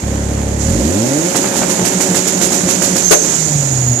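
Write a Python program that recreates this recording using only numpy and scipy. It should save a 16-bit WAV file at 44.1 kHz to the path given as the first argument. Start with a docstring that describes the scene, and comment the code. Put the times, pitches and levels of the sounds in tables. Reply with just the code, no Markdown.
"""In a workshop, a turbocharged four-cylinder car idles, revs up and bounces off its anti-lag limiter.
Each firing rings the exhaust pipe and gas roars out, with a high ringing hiss near 7 kHz, nearly all
on the right. The limiter keeps cutting the sparks: the pipe booms, then unburnt fuel pops inside it.
The throttle closes with a short whistle, one backfire overloads the microphone, and the engine
runs down with a thin whine."""
import sys
import numpy as np
from scipy import signal
from scipy.fft import rfft, irfft
from scipy.io import wavfile

SR = 44100
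rng = np.random.default_rng(int(sys.argv[2]) if len(sys.argv) > 2 else 0)


def master(y):
    """Save y as 16-bit WAV."""
    cut = np.clip(np.atleast_2d(y).T, -1, 1)
    pcm = np.round(cut * 32767)  # scale
    wavfile.write(sys.argv[1], SR, pcm.astype(np.int16))


N = 176400
T = np.arange(N) / SR


def amp(db):
    """Turns decibels into a gain to multiply by."""
    return 10 ** (np.asarray(db) / 20)


def unit(x):
    """Scales a signal to an average strength (rms) of 1."""
    return x / np.sqrt(np.mean(x ** 2) + 1e-20)


def curve(table, column=1):
    """Joins the points of a time table with straight lines."""
    table = np.array(table)
    return np.interp(T, table[:, 0], table[:, column])


def read(points, hz):
    """Looks up a frequency table between its points, on a log scale."""
    known_hz, value = np.transpose(points)
    return np.interp(np.log(hz + 1), np.log(known_hz), value)


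def tint(x, tone, keep_power=False):
    """Filters by (frequency [Hz], level [dB]) points; keep_power leaves white noise equally strong."""
    log_gain = np.log(amp(read(tone, abs(np.fft.fftfreq(8192, 1 / SR)))))
    response = np.exp(np.conj(signal.hilbert(log_gain)))  # never rings ahead of the sound
    taps = np.fft.ifft(response).real[:4096]
    return signal.oaconvolve(x, taps / np.linalg.norm(taps) if keep_power else taps)[:N]


def wander(hz):
    """A random drift that wobbles up to about hz times a second."""
    smoothing = np.exp(-(np.fft.rfftfreq(N, 1 / SR) / hz) ** 2)
    return unit(irfft(rfft(rng.standard_normal(N)) * smoothing, N))


def gate(start, length, rise, fall):
    """A level that rises at start and dies away once length has passed (all in seconds)."""
    return np.clip((T - start) / rise, 0, 1) * np.exp(-np.maximum(T - start - length, 0) / fall)


def sing(hz, width_hz):
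    """Noise around one pitch: the narrower, the more like a whistle."""
    r = np.exp(-np.pi * width_hz / SR)
    noise = rng.standard_normal(N) + 1j * rng.standard_normal(N)
    slow_noise = signal.lfilter([1], [1, -2 * r, r * r], noise)
    return unit((slow_noise * np.exp(2j * np.pi * hz * T)).real)


# Engine speed (time [s], firings [per second])
ENGINE_SPEED = [(.63,35.16),(.7,43),(.768,56),(.944,98),(1.28,182),(1.34,189),(3,189),(3.08,177),(3.38,161),(3.72,129),(4,120)]

def engine(sag):
    """The firing rate, up to 9% slower in each spark cut, and the running count of firings."""
    rate = curve(ENGINE_SPEED) * (1 - .09 * sag + .003 * wander(11.8))
    return rate, .06 + np.cumsum(rate) / SR


# Echoes inside the pipe (round trip [s], reflected [share])
PIPE_TRIPS = [(.0072,0.51),(0.002604,0.36)]

def bounce(x):
    """Each pulse bounces to and fro in the pipe, which spreads it into a burble."""
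    hz = np.fft.rfftfreq(2 * N, 1 / SR)
    spectrum = rfft(x, 2 * N)
    for delay, share in PIPE_TRIPS:
        trip = np.exp(-2j * np.pi * hz * delay)
        spectrum = spectrum * (share - trip) / (1 - share * trip)
    return irfft(spectrum)[:N]


# Strength of the firings (time [s], level [dB])
FIRING_LEVEL = [(.62,-21.5),(.7,-15),(.8,-17.5),(.93,-17.5),(1.08,-14.5),(1.27,-13),(1.4,-20.5),(3,-21.5),(3.2,-28.5),(4,-23)]
# How much the firings differ (time [s], unevenness [factor])
UNEVENNESS = [(.62,.09),(.8,.3),(1.27,.2),(1.4,.6)]

def firings(count, rate):
    """Each firing sends a pulse down the pipe, some stronger and some weaker."""
    steady = sum(np.cos(2 * np.pi * k * count) for k in range(1, 17))
    hits = np.flatnonzero(np.diff(np.floor(count))) + 1
    size = rng.standard_normal(N)[:len(hits)] + 0.35 * (-1) ** np.arange(len(hits))
    uneven = np.zeros(N)
    uneven[hits] = size * curve(UNEVENNESS)[hits] * SR / rate[hits] / 2
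    uneven = signal.sosfilt(signal.butter(2, 183, "high", fs=SR, output="sos"), uneven)
    return bounce(steady + uneven) * amp(curve(FIRING_LEVEL))


# Tone of the pipe with the throttle shut (frequency [Hz], level [dB])
PIPE_TONE = [(20,-46),(52,-1),(70,4),(105,1.5),(140,-5),(178,-5.5),(212,0),(265,-12),(370,-16.5),(470,-24),(570,-11.5),(640,-23.5),(850,-26),(1200,-39.5),(2000,-35),(4000,-47),(15000,-79)]
# What an open throttle adds (frequency [Hz], level [dB])
BARK_TONE = [(180,-2.5),(250,10.5),(360,11.5),(600,4),(1500,2)]

def exhaust(firing, pumping):
    """Firings and pumped air ring the pipe; an open throttle makes the firings bark."""
    throttle = gate(0.717, length=2.31, rise=0.092, fall=0.2)
    bark = tint(throttle * firing, BARK_TONE)
    return tint((1 - throttle) * firing + bark + pumping, PIPE_TONE)


def puffs(count, depth, decay, sputter_db):
    """Noise that surges at each firing and sputters in between."""
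    surge = 1 + depth * np.exp(-(count % 1) / decay)
    return unit(surge * amp(sputter_db * wander(320)) * rng.standard_normal(N))


# Strength of the gas flow (time [s], roar level [dB], hiss level [dB])
GAS_FLOW = [(.58,-23.5,-26),(.63,-22,-21),(.78,-25.5,-18.5),(1.2,-22,-17),(1.4,-19,-15.5),(2.95,-21.5,-15),(3.08,-26,-15.5),(3.33,-20.5,-15.5),(3.42,-24,-18),(4,-25,-22)]
# Tone of the roar (frequency [Hz], level [dB])
ROAR_TONE = [(20,-46),(100,-3),(280,3.5),(400,1),(480,-6.5),(570,-2),(660,-7),(850,-7.5),(1150,-16.5),(1900,-15.5),(3000,-23),(15000,-55)]

def roar(count, pop):
    """Swirling gas leaves the tailpipe in puffs, harder at each pop."""
    level = amp(curve(GAS_FLOW)) + amp(-17) * pop
    gas = [level * puffs(count, depth=0.32, decay=0.24, sputter_db=3.5) for _ in range(2)]
    middle, side = (tint(x, ROAR_TONE, keep_power=True) for x in gas)
    side = 0.41 * tint(side, [(100, -18), (300, -15), (800, 6.5)])  # the bass stays central
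    return amp(-2.5) * np.array([middle + side, middle - side])


# Tone of the hiss (frequency [Hz], level [dB])
HISS_TONE = [(100,-24),(600,-5),(1500,3.5),(3500,0.5),(5200,3),(7000,10),(9000,0.5),(12000,-4),(15000,-15.5)]
# Extra brightness of the bursts (frequency [Hz], level [dB])
BURST_TONE = [(1500,-1),(10000,4.5)]
# The hiss on the left, compared with the right (frequency [Hz], level [dB])
LEFT_TONE = [(100,10.5),(1500,-10.5),(3000,-31),(15000,-32)]

def hiss(count, pop):
    """A broad rush of air, with a bright crackling burst at each pop and at the backfire."""
    air = amp(curve(GAS_FLOW, column=2) - 2) * puffs(count, depth=0.2, decay=0.22, sputter_db=1.5)
    burst = pop + amp(-0.5) * gate(BANG_S, BANG_HOLD_S, rise=0.0013, fall=BANG_FALL_S)
    crackle = tint(burst * puffs(count, depth=0.43, decay=0.33, sputter_db=2), BURST_TONE)
    right = tint(air + crackle, HISS_TONE, keep_power=True)
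    return np.array([tint(right, LEFT_TONE), right])


# Strength of the high hiss (time [s], level [dB])
HIGH_HISS_LEVEL = [(.58,-26),(.61,-17),(.8,-22.5),(1.1,-18),(2.3,-14.5),(2.95,-13.5),(3.4,-11),(3.55,-13.5),(4,-15.5)]
HIGH_HISS_PAN = amp([[-39.5], [0]])  # left and right gains

def high_hiss(count, hz=6920):
    """A high ringing hiss flutters with the firings and narrows as the engine runs down."""
    wide_share = curve([(3.4, 1), (4, 0)])
    band = np.sqrt(wide_share) * sing(hz, width_hz=1560)
    band += np.sqrt(1 - wide_share) * sing(hz, width_hz=690)
    band = signal.sosfilt(signal.butter(3, 9000, fs=SR, output="sos"), band)
    flutter = 1 + 0.055 * np.cos(2 * np.pi * count)
    return band * amp(curve(HIGH_HISS_LEVEL)) * flutter * HIGH_HISS_PAN


# How long the workshop echoes (frequency [Hz], time to fade by 60 dB [s])
ECHO_TIMES = [(500,0.64),(2000,0.27)]

def workshop(x):
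    """The room returns a wash of echoes, different on each side and thin in the bass."""
    reflections = rng.standard_normal((2, SR)) * (rng.random((2, SR)) < .06) * (T[:SR] > .005)
    hz, age, spectrum = signal.stft(reflections, SR, nperseg=512)
    tone_db = read([(100, -22), (250, -6.5), (600, 1.5), (15000, -2.5)], hz)[:, None]
    fade_db = 60 * age / read(ECHO_TIMES, hz)[:, None]
    tail = signal.istft(spectrum * amp(tone_db - fade_db), SR, nperseg=512)[1]
    return signal.fftconvolve(x[None], tail / np.linalg.norm(tail[0]), axes=1)[:, :N]


# Pops, each after a spark cut (time [s], length [s], pop level [dB], level of the cut's boom [dB])
LIMITER_POPS = [(1.353,0.026,-12,-44),(1.556,0.034,-16.5,-39),(1.694,0.024,-14.5,-10.5),(1.848,0.036,-14.5,-9),(2.003,0.034,-13.5,-8.5),(2.146,0.037,-14,-8.5),(2.268,0.027,-15,-17),(2.412,0.057,-14,-9.5),(2.518,0.047,-15.5,-18),(2.686,0.041,-13.5,-9.5),(2.818,0.039,-13,-12),(2.958,0.04,-15,-9.5)]

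def limiter(cut_s=0.066, edge_s=0.018, pop_fall_s=0.022):
    """Curves for each spark cut, its boom, the pop after it and the sag in engine speed."""
    cut, boom, pop, sag = np.zeros((4, N))
    for start, length, pop_db, boom_db in LIMITER_POPS:
        spark_off = np.clip(np.minimum(T - start + cut_s, start - T) / edge_s, 0, 1)
        cut += spark_off
        boom += amp(boom_db) * spark_off
        pop += amp(pop_db) * gate(start, length - pop_fall_s / 2, rise=0.006, fall=pop_fall_s)
        sag += gate(start - cut_s, cut_s, rise=cut_s, fall=.008)
    return cut, boom, pop, sag


# Stray cracks between the pops (time [s], level [dB])
STRAY_CRACKS = [(1.346,-7),(1.442,-6),(1.617,-8),(1.631,-8),(1.794,-7.5)]
# Tone of the spit of gas (frequency [Hz], level [dB])
SPIT_TONE = [(50,-12),(300,7),(2300,-8),(9000,-33)]

def cracks(snap_s=0.00054, spread=.5):
    """Fuel catching fire in the pipe gives one push of pressure and a short spit of gas."""
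    push, spit = np.zeros((2, N))
    pop_cracks = [(start, db + 5) for start, _, db, _ in LIMITER_POPS]
    for start, db in STRAY_CRACKS + pop_cracks:
        progress = np.maximum(T - start, 0) / snap_s
        push -= amp(db - 2) * progress * (2 - progress) * np.exp(-progress)
        spit += amp(db) * gate(start, 0, rise=snap_s, fall=0.0055)
    middle, side = (tint(spit * rng.standard_normal(N), SPIT_TONE, keep_power=True) for _ in range(2))
    return push + amp(-4.5) * np.array([middle + spread * side, middle - spread * side])


# Boom with the throttle shut (time [s], level [dB])
RUN_DOWN_BOOM = [(2.99,-50),(3.08,-13),(3.18,-32),(3.34,-28),(3.39,-15.5),(3.47,-18),(3.56,-7.5),(3.66,-15),(3.93,-10),(3.98,-32)]

def pumped_air(count, boom):
    """The engine pumps air with a rough boom during spark cuts and as it runs down."""
    hum = np.cos(2 * np.pi * count) + .35 * np.cos(4 * np.pi * count)
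    roughness = 1 + 0.25 * wander(96)
    return (boom + amp(curve(RUN_DOWN_BOOM))) * bounce(hum) * roughness


def whistle(start=3.03, fade_db_per_s=44):
    """A brief whistle sounds on the right as the throttle shuts."""
    fade = amp(-5 - fade_db_per_s * np.maximum(T - start, 0))
    level = fade * gate(start, length=0.298, rise=0.02, fall=0.02)
    return sing(6350, width_hz=120) * level * amp([[-26], [0]])


# Notes rung by the backfire (frequency [Hz], level [dB], time to fade by 60 dB [s])
BANG_NOTES = [(429,11,0.064),(585,0.5,0.19),(724,-1.5,0.16),(1473,2.5,.06)]
BANG_S, BANG_HOLD_S, BANG_FALL_S = 3.109, 0.02, 0.014

def backfire():
    """One explosion rings the pipe with a noisy blast, heard on the left."""
    age = np.maximum(T - BANG_S, 0)
    ring = sum(amp(db - 60 * age / fade_s) * np.sin(2 * np.pi * hz * age)
               for hz, db, fade_s in BANG_NOTES)
    tone = [(50, -26), (200, -5.5), (450, 7), (1000, -4.5), (2000, -8), (5000, -21), (15000, -28)]
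    blast = amp(2) * tint(rng.standard_normal(N), tone, keep_power=True)
    blast *= gate(BANG_S, BANG_HOLD_S, rise=0.0006, fall=BANG_FALL_S)
    return np.array([ring + blast, np.zeros(N)])


def whine(start=3.55, rise_s=0.32):
    """A thin whine fades in as the engine runs down."""
    level = amp(-18.5) * np.clip((T - start) / rise_s, 0, 1)
    return sing(6755, width_hz=60) * level * HIGH_HISS_PAN


def scene():
    """The firings set the beat; the workshop echoes the tailpipe and the backfire."""
    cut, boom, pop, sag = limiter()
    rate, count = engine(sag)
    swell = 1 + 1.7 * pop  # the firings and the high hiss grow with each pop
    firing = firings(count, rate) * (swell - .5 * cut)
    tailpipe = exhaust(firing, pumped_air(count, boom)) * amp([[-1], [.8]])
    tailpipe += roar(count, pop) * (1 - 0.089 * cut) + cracks()
    bang = backfire()
    dull_bang = tint(bang[0], [(450, -2), (700, -7), (1200, -19)])
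    echoes = workshop(amp(-6.5) * tailpipe.mean(0) + amp(-16) * dull_bang)
    air = hiss(count, pop) + (high_hiss(count) + whistle() + whine()) * swell
    return tailpipe + bang + echoes + air * (1 - 0.13 * cut)


def record(dry, ceiling=0.73, top_hz=14800):
    """The microphones overload and flatten loud peaks; then the highest treble is removed."""
    clipped = dry / (1 + (dry / ceiling) ** 8) ** (1 / 8)
    low_pass = signal.firwin(401, top_hz, window=("kaiser", 7), fs=SR)
    return signal.oaconvolve(clipped, low_pass[None], "same")


dry = scene()
out = record(dry)
master(out)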